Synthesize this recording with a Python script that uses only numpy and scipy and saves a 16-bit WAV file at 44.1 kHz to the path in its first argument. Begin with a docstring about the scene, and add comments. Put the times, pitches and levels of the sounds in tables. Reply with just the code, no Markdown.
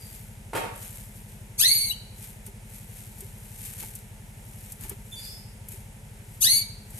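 """A low throb, rustling feathers and a bang across the room; then a caged canary, close to a two-port
microphone, gives two loud rising "sweet" calls, swept up an octave by the tightening membranes of its
syrinx. Between them it shuffles, claws ticking, flutters off its perch and back, and adds softer,
echoing short notes. Cage walls and the room answer. The throb is a machine, perhaps a pump, thudding
through about twelve turns a second under the room's hiss."""
import sys
import numpy as np
from scipy import signal
from scipy.fft import rfft, irfft, next_fast_len
from scipy.io import wavfile
from scipy.ndimage import map_coordinates

SR = 44100
rng = np.random.default_rng(int(sys.argv[2]) if len(sys.argv) > 2 else 0)


def master(y):
    """Save y as 16-bit WAV."""
    cut = np.clip(np.atleast_2d(y).T, -1, 1)
    pcm = np.round(cut * 32767)  # scale
    wavfile.write(sys.argv[1], SR, pcm.astype(np.int16))


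N = 308259


# the loud calls: (time [s], length [s], attack [s], whistle level [dB], overtone level [dB],
# overtone fade [dB/s], room send [dB], left lead [ms])
SWEET_CALLS = [(1.574, .325, .02, -18, -26.5, 55, -13, -.11), (6.4, .232, .019, -20, -23.5, 190, -14, .25)]
# two clipped notes: (time [s], length [s], start pitch [Hz], end pitch [Hz], level [dB], buzz [share])
CLOSING_NOTES = [(1.895, .019, 4040, 3900, -21.5, .008), (1.908, .026, 2760, 3100, -29, .012)]

def canary():
    """Two calls from different places on the perch; the first ends in two clipped notes."""
    closing = whistles(CLOSING_NOTES, second_db=-13, third_db=-9)
    out = placed(cage(closing, echo_db=4, reach_s=.018), lead_ms=SWEET_CALLS[0][-1])
    room_send = amp(-13.5) * closing
    for start, *shape, send_db, lead_ms in SWEET_CALLS:
        voice = np.zeros(N)
        add(voice, start, sweet_call(*shape))
        out += placed(cage(voice, echo_db=4, reach_s=.018), lead_ms)
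        room_send += amp(send_db) * voice
    return out + room(room_send)


SLACK_HZ, TIGHT_HZ, GLIDE_MID_S, GLIDE_S = 1000, 2290, .0445, .0195
ARCH_TOP_S, ARCH_SHARE_PER_S, WAVER_SHARE = .185, .4, .006
CREST_S, SWELL_DB_PER_S, FADE_DB_PER_S = .07, 210, 70
HARSH_DB, DIP_DB, DIP_AT_S, DIP_S, HOLD_S, RELEASE_S = 4, 6, .084, .014, .15, .008
GAPE_HZ, GAPE_WIDTH_HZ, GAPE_DB = 6200, 1300, 8  # a resonance open only at the start of a call
# resonances of throat and beak: (frequency [Hz], gain [dB])
THROAT_EQ = [(1000, -18.5), (2080, -12), (2450, -0.5), (3600, 0.5), (4500, 6.5), (5400, -6), (6450, 1.5),
             (7500, -7.5), (8850, 8), (9900, 0), (11200, 6.5), (12300, -1), (13600, -3), (14500, -36)]

def sweet_call(length, attack, whistle_db, overtone_db, overtone_fade, jitter=.007, rasp=.009):
    """Both sides of the syrinx sweep up an octave, one a little flat; the throat shapes the harmonics."""
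    t = np.arange(int(length * SR)) / SR
    gate = np.clip(np.minimum(t / attack, (length - t) / RELEASE_S), 0, 1) ** 2
    # an S-curve from slack to tight membranes; the held pitch arches and wavers
    glide = SLACK_HZ + (TIGHT_HZ - SLACK_HZ) / (1 + np.exp((GLIDE_MID_S - t) / GLIDE_S))
    pitch = glide * (1 - ARCH_SHARE_PER_S * np.abs(t - ARCH_TOP_S) + WAVER_SHARE * wobble(60, len(t)))
    slack = 1 / (1 + (pitch / 1720) ** 10)
    # the whistle crests near the top of the glide
    low_db = whistle_db - np.maximum(SWELL_DB_PER_S * (CREST_S - t), FADE_DB_PER_S * (t - CREST_S))
    # the overtones start harsh, dip just after the crest, return, and fade after a hold
    dip_db = DIP_DB * np.exp(-((t - DIP_AT_S) / DIP_S) ** 2)
    high_db = overtone_db + HARSH_DB * slack - dip_db - overtone_fade * np.maximum(t - HOLD_S, 0)
    high_band = lambda hz: 1 / (1 + (5500 / (hz + 1)) ** 20)
    low_band = lambda hz: 1 - high_band(hz)
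    harmonics = np.arange(1, 14)[:, None]

    def membrane(hz):
        """One side of the syrinx: while slack it flaps unevenly, and harmonics flare and drop out."""
        partials = harmonics * hz
        gape_db = GAPE_DB * slack * np.exp(-((partials - GAPE_HZ) / GAPE_WIDTH_HZ) ** 2)
        gains = amp(along(THROAT_EQ, partials) + gape_db) * (partials < SR / 2)
        fader = lambda band, db: band * amp(db) / np.sqrt(np.sum((gains * band) ** 2, 0) / 2)
        balance = fader(low_band(partials), low_db) + fader(high_band(partials), high_db)
        uneven_hz = hz * (1 + (jitter + rasp * slack) * wobble(695, len(t)))
        phase = 2 * np.pi * np.cumsum(uneven_hz) / SR
        flicker = np.array([wobble(130, len(t)) for _ in harmonics])
        flare = amp((1.5 + 2.5 * slack) * flicker - 2 * slack)
        return np.sum(gains * balance * flare * np.sin(harmonics * phase), 0)

    # the flatter side joins once the membranes are tight, and is duller
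    flat_side = filtered((1 - slack) * membrane(.932 * pitch), lambda hz: amp(-5.5 - 2.2 * high_band(hz)))
    # air hisses through the same throat, most while the membranes are slack
    air = lambda band: noise(len(t), lambda hz: amp(along(THROAT_EQ, hz)) * band(hz))
    breath = amp(low_db - 5) * air(low_band) + amp(high_db + 2.5) * air(high_band)
    return gate * (membrane(pitch) + flat_side + amp(-12) * (1 + slack) * breath)


# soft song: (time [s], length [s], start pitch [Hz], end pitch [Hz], relative level [dB], buzz [share])
SOFT_NOTES = [(0, .04, 4940, 4560, -58, .01), (5.117, .036, 3515, 3485, -47, .012),
              (5.157, .06, 4680, 4620, -51, .022), (5.21, .075, 4840, 4850, -50.5, .045),
              (5.285, .06, 5060, 5180, -52.5, .028)]

def soft_notes():
    """The canary's faint chirp, later a clear note and buzzing higher ones, all wet with room reverb."""
    voice = whistles(SOFT_NOTES, second_db=-12, third_db=-7)
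    return amp(5) * voice + amp(9) * room(voice)


def whistles(rows, second_db, third_db):
    """Short gliding notes with two overtones, each an arch in level; fast pitch flutter makes them buzz."""
    out = np.zeros(N)
    for start, length, start_hz, end_hz, db, buzz in rows:
        progress = np.linspace(0, 1, int(length * SR), endpoint=False)
        hz = start_hz + (end_hz - start_hz) * progress
        phase = 2 * np.pi * np.cumsum(hz * (1 + buzz * wobble(1200, len(hz)))) / SR
        overtones = sum(amp(level) * np.sin(k * phase) * (k * hz < 13000)
                        for k, level in [(2, second_db), (3, third_db)])
        arch = np.sqrt(np.sin(np.pi * progress))
        add(out, start, amp(db) * arch * (np.sin(phase) + overtones))
    return out


# claws and beak on wire and wood: (time [s], relative level [dB], body at 2 kHz [dB])
CLAW_TICKS = [(0.7592, -31, -22), (2.4634, -27.5, -22), (3.1857, -35, -24), (3.2051, -25, -11),
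              (3.7804, -30, -26), (3.9516, -22.5, -19), (4.7198, -21.5, -38), (4.8085, -27, -23),
              (4.894, -17.5, -38), (5.685, -24, -27), (5.7184, -30, -19), (6.904, -32, -23)]
# feet landing: (time [s], relative level [dB], upper mode gain [dB])
LANDINGS = [(1.614, -45, -25), (2.477, -44, -10), (3.221, -41, -15), (3.833, -48, 6.5), (4.849, -47.5, -1),
            (4.91, -37.5, -12), (5.735, -46, -10)]
# the perch's ring: (frequency [Hz], relative level [dB], 60 dB decay [s])
PERCH_MODES = [(396, -5, 0.13), (884, 6, 0.034), (1570, 2, 0.02), (2220, 5, 0.021)]

def feet():
    """Claws tick and scrape; each landing rings the wooden perch with its own brightness."""
    out, t = np.zeros(N), np.arange(SR // 6) / SR
    for start, db, body_db in CLAW_TICKS:
        eq = [(600, -31), (2000, body_db), (5000, -11.5), (9000, 5), (14000, 0)]
        scratch = noise(len(t), lambda hz: amp(along(eq, hz)))
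        add(out, start, amp(db - 4) * strike(t, attack=.0015, t60=.028) * scratch)
    for start, db, upper_db in LANDINGS:
        ring = sum(amp(level + upper_db * (k > 0)) * strike(t, .003, t60) * np.sin(2 * np.pi * hz * t)
                   for k, (hz, level, t60) in enumerate(PERCH_MODES))
        add(out, start, amp(db + 5) * ring)
    return cage(out, echo_db=-5, reach_s=.008) + amp(-16) * room(out)


# the bird's moves: (peak time [s], level [dB], 20 dB rise [s], 20 dB fall [s])
RUSTLE_SWELLS = [(.15, -47, .5, .25), (.83, -43, .14, .35), (.96, -47, .12, .22), (1.16, -52, .05, .2),
                 (1.29, -55, .05, .3), (2.24, -43, .11, .15), (2.47, -47, .04, .05), (2.75, -46, .1, .16),
                 (2.98, -48, .22, .35), (3.21, -49, .2, .2), (3.45, -53, .4, .3), (3.66, -41.5, .25, .3),
                 (3.8, -38.5, .035, .2), (3.96, -46, .03, .08), (4.71, -48.5, .55, .09),
                 (4.84, -43.5, .07, .13), (5.26, -44.5, .28, .24), (5.72, -45.5, .06, .15),
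                 (6.35, -54, .2, .15), (6.99, -43, .13, .1)]
# colour of the rustle: (frequency [Hz], gain [dB])
FEATHER_EQ = [(710, -56), (1200, -16.5), (2220, -5.5), (2910, -9.5), (5110, -12.5), (6360, -8),
              (8880, -2.5), (10200, -5), (11400, -2), (13600, -6), (14500, -73)]
# wing beats: (time [s], level [dB])
WING_BEATS = [(3.64, -52), (3.7, -53), (3.79, -49), (3.835, -41.5), (4.81, -46.5), (4.851, -43),
              (4.915, -40)]

def feathers():
    """Barbs brush in tiny clumps as each move swells and dies; each wing beat pushes a puff of air."""
    t = np.arange(N) / SR
    power = sum(amp(db - 20 * np.maximum((peak - t) / rise, (t - peak) / fall)) ** 2
                for peak, db, rise, fall in RUSTLE_SWELLS)
    clumps = unit(amp(2.5 * wobble(500, N)))
    rustle = np.sqrt(power) * clumps * stereo_noise(FEATHER_EQ)
    beats = sum(amp(db) * np.exp(-((t - peak) / .024) ** 2) for peak, db in WING_BEATS)
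    puff_eq = [(40, 19.5), (150, 10), (300, 2), (900, -6), (2200, -5), (4500, -13), (12000, -13)]
    return rustle + beats * stereo_noise(puff_eq)


# a quick run of blows: (time [s], relative level [dB], low-pass cutoff [Hz])
BANG_BLOWS = [(.531, -29, 500), (.549, -28, 2500), (.561, -31, 3000), (.571, -32, 2500),
              (.635, -35.5, 1200)]
# their wooden body: (frequency [Hz], gain [dB])
WOOD_EQ = [(120, -25), (200, -7.5), (400, -4), (650, -4.5), (1000, -6.5), (1500, -8.5), (2300, -9),
           (4000, -17.5), (6000, -18.5), (9000, -8), (13000, -13)]

def bang():
    """Something wooden clatters shut across the room, each blow with its own brightness."""
    out, t = np.zeros(N), np.arange(SR // 8) / SR
    for start, db, cutoff_hz in BANG_BLOWS:
        blow = noise(len(t), lambda hz: amp(along(WOOD_EQ, hz)) / np.sqrt(1 + (hz / cutoff_hz) ** 2))
        add(out, start, amp(db) * strike(t, attack=.0032, t60=.084) * blow)
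    return amp(5) * out + amp(7) * room(out)


# the machine's pace: (time [s], speed [turns/s])
MACHINE_PACE = [(0, 12.05), (.53, 11.35), (.85, 11.6), (1.76, 11.63), (2.93, 11.225), (3.5, 11.59),
                (4.54, 11.565), (5.37, 12.615), (6, 11.765), (7, 12.31)]
# low modes jolted in every turn: (delay [s], frequency [Hz], level [dB], 60 dB decay [s])
MACHINE_THUDS = [(.0024, 106.4, -28, 0.085), (.022, 76, -63.5, 0.3), (0.023, 206.8, -40, 0.15),
                 (.032, 44.7, -35, 0.14), (0.0324, 145.7, -38, 0.087)]

def machine():
    """Every turn repeats the same uneven run of low thuds, each varying a little in level."""
    speed = np.interp(np.arange(N) / SR, *np.transpose(MACHINE_PACE))
    turns = .66 + np.cumsum(speed) / SR
    starts = np.flatnonzero(np.diff(np.floor(turns))) / SR
    out, t = np.zeros(N), np.arange(SR // 4) / SR
    for delay, hz, db, t60 in MACHINE_THUDS:
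        thud = amp(db) * strike(t, attack=.0069, t60=t60) * np.sin(2 * np.pi * hz * t)
        for start in starts:
            add(out, start + delay, amp(rng.normal(0, 1)) * thud)
    return out


def cage(x, echo_db, reach_s, count=14):
    """Direct sound plus quick echoes from the tray, the bars and the wall behind."""
    echoes = np.zeros((2, SR // 10))
    for channel in echoes:
        lateness = rng.random(count)
        taps = ((.001 + lateness * reach_s) * SR).astype(int)
        channel[taps] = rng.choice([-1, 1], count) * np.exp(-2 * lateness)
        channel *= amp(echo_db) / np.linalg.norm(channel)
    echoes[:, 0] = 1
    return convolved(x, echoes)


# reverb time: (frequency [Hz], 60 dB decay [s])
ROOM_DECAY = [(200, 0.53), (1000, 0.59), (4500, .65), (9000, 0.44), (14000, 0.36)]

def room(x):
    """The room's diffuse answer; each frequency dies at its own speed."""
    hz, t, bands = signal.stft(rng.standard_normal((2, SR)), SR, nperseg=256)
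    decay = strike(t, attack=.0023, t60=along(ROOM_DECAY, hz)[:, None])
    _, tail = signal.istft(bands * decay, SR, nperseg=256)
    return convolved(x, tail)


# colour of the room tone: (frequency [Hz], gain [dB])
ROOM_TONE_EQ = [(30, -12), (50, -1.5), (90, -1.5), (200, -7), (290, -19.5), (410, -12.5), (760, -17.5),
                (890, -13), (1100, -26), (1400, -22), (2200, -18.5), (4500, -29.5), (9000, -22.5),
                (11500, -27), (14500, -36.5)]

def room_tone():
    """A steady bed of soft rumble and hiss."""
    return amp(-50) * stereo_noise(ROOM_TONE_EQ)


# stereo image of the noise: (frequency [Hz], left-right correlation [0 to 1])
STEREO_LIKENESS = [(100, 0.86), (300, 0.73), (650, 0.42), (1400, 0), (3000, 0), (7000, 0.75), (14000, 0.61)]

def stereo_noise(eq):
    """Coloured noise of rms 1, narrow in the bass and the top treble, wide in the mids."""
    def colour(hz):
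        width = np.arccos(along(STEREO_LIKENESS, hz)) / 2
        return amp(along(eq, hz)) * [np.cos(width), np.sin(width)]

    mid, side = filtered(rng.standard_normal((2, N)), colour)
    return unit(np.array([mid + side, mid - side]))


def placed(pair, lead_ms):
    """A source off to one side reaches the left port a little earlier or later."""
    return filtered(pair, lambda hz: np.exp(1j * np.pi * np.outer([1, -1], hz) * lead_ms / 1000))


def amp(db):
    """Decibels to gain."""
    return 10 ** (np.asarray(db) / 20)


def unit(x):
    """Scale to rms 1."""
    return x / np.sqrt(np.mean(x ** 2) + 1e-20)


def along(points, hz):
    """Read (frequency, value) points on a log axis."""
    knots, values = np.transpose(points)
    return np.interp(np.log(hz + 1), np.log(knots + 1), values)


def strike(t, attack, t60):
    """Percussive envelope: a quick rise, then 60 dB down every t60 seconds."""
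    return (1 - np.exp(-t / attack)) * amp(-60 * t / t60)


def wobble(rate, size):
    """A smooth random curve, rate knots a second."""
    return map_coordinates(rng.standard_normal(int(size * rate / SR) + 4), [np.arange(size) * rate / SR])


def noise(size, response):
    """Filtered mono noise of rms 1."""
    return unit(filtered(rng.standard_normal(size), response))


def filtered(x, response):
    """Shape x by a gain given as a function of frequency."""
    size = x.shape[-1]
    padded = next_fast_len(size + 8192)
    return irfft(rfft(x, padded) * response(np.fft.rfftfreq(padded, 1 / SR)), padded)[..., :size]


def convolved(x, impulse):
    """Play a mono track through a normalised stereo impulse response."""
    return signal.fftconvolve(x[None], impulse / np.linalg.norm(impulse[0]), axes=1)[:, :N]


def add(track, start, sound):
    """Mix a sound into a track at start seconds."""
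    part = track[round(start * SR):][:len(sound)]
    part += sound[:len(part)]


def scene():
    """The canary, cage noises, the bang, the machine and the room tone."""
    return canary() + soft_notes() + feet() + feathers() + bang() + machine() + room_tone()


BAND_LIMIT_HZ = 14450
# balance of the microphone's ports: (frequency [Hz], left minus right [dB])
PORT_BALANCE = [(300, 1), (1300, -2), (2400, -1), (4300, -0.5), (8000, -2), (9500, -10), (11000, 15.5),
                (14000, 8)]

def record(dry):
    """The microphone sheds the lowest bass and the highest treble; its right port is duller at the top."""
    sound = signal.sosfilt(signal.butter(4, 31, "highpass", fs=SR, output="sos"), dry)
    ports = lambda hz: amp(np.outer([1, -1], along(PORT_BALANCE, hz)) / 2)
    return filtered(sound, lambda hz: ports(hz) / np.sqrt(1 + (hz / BAND_LIMIT_HZ) ** 200))


dry = scene()
out = record(dry)
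master(out)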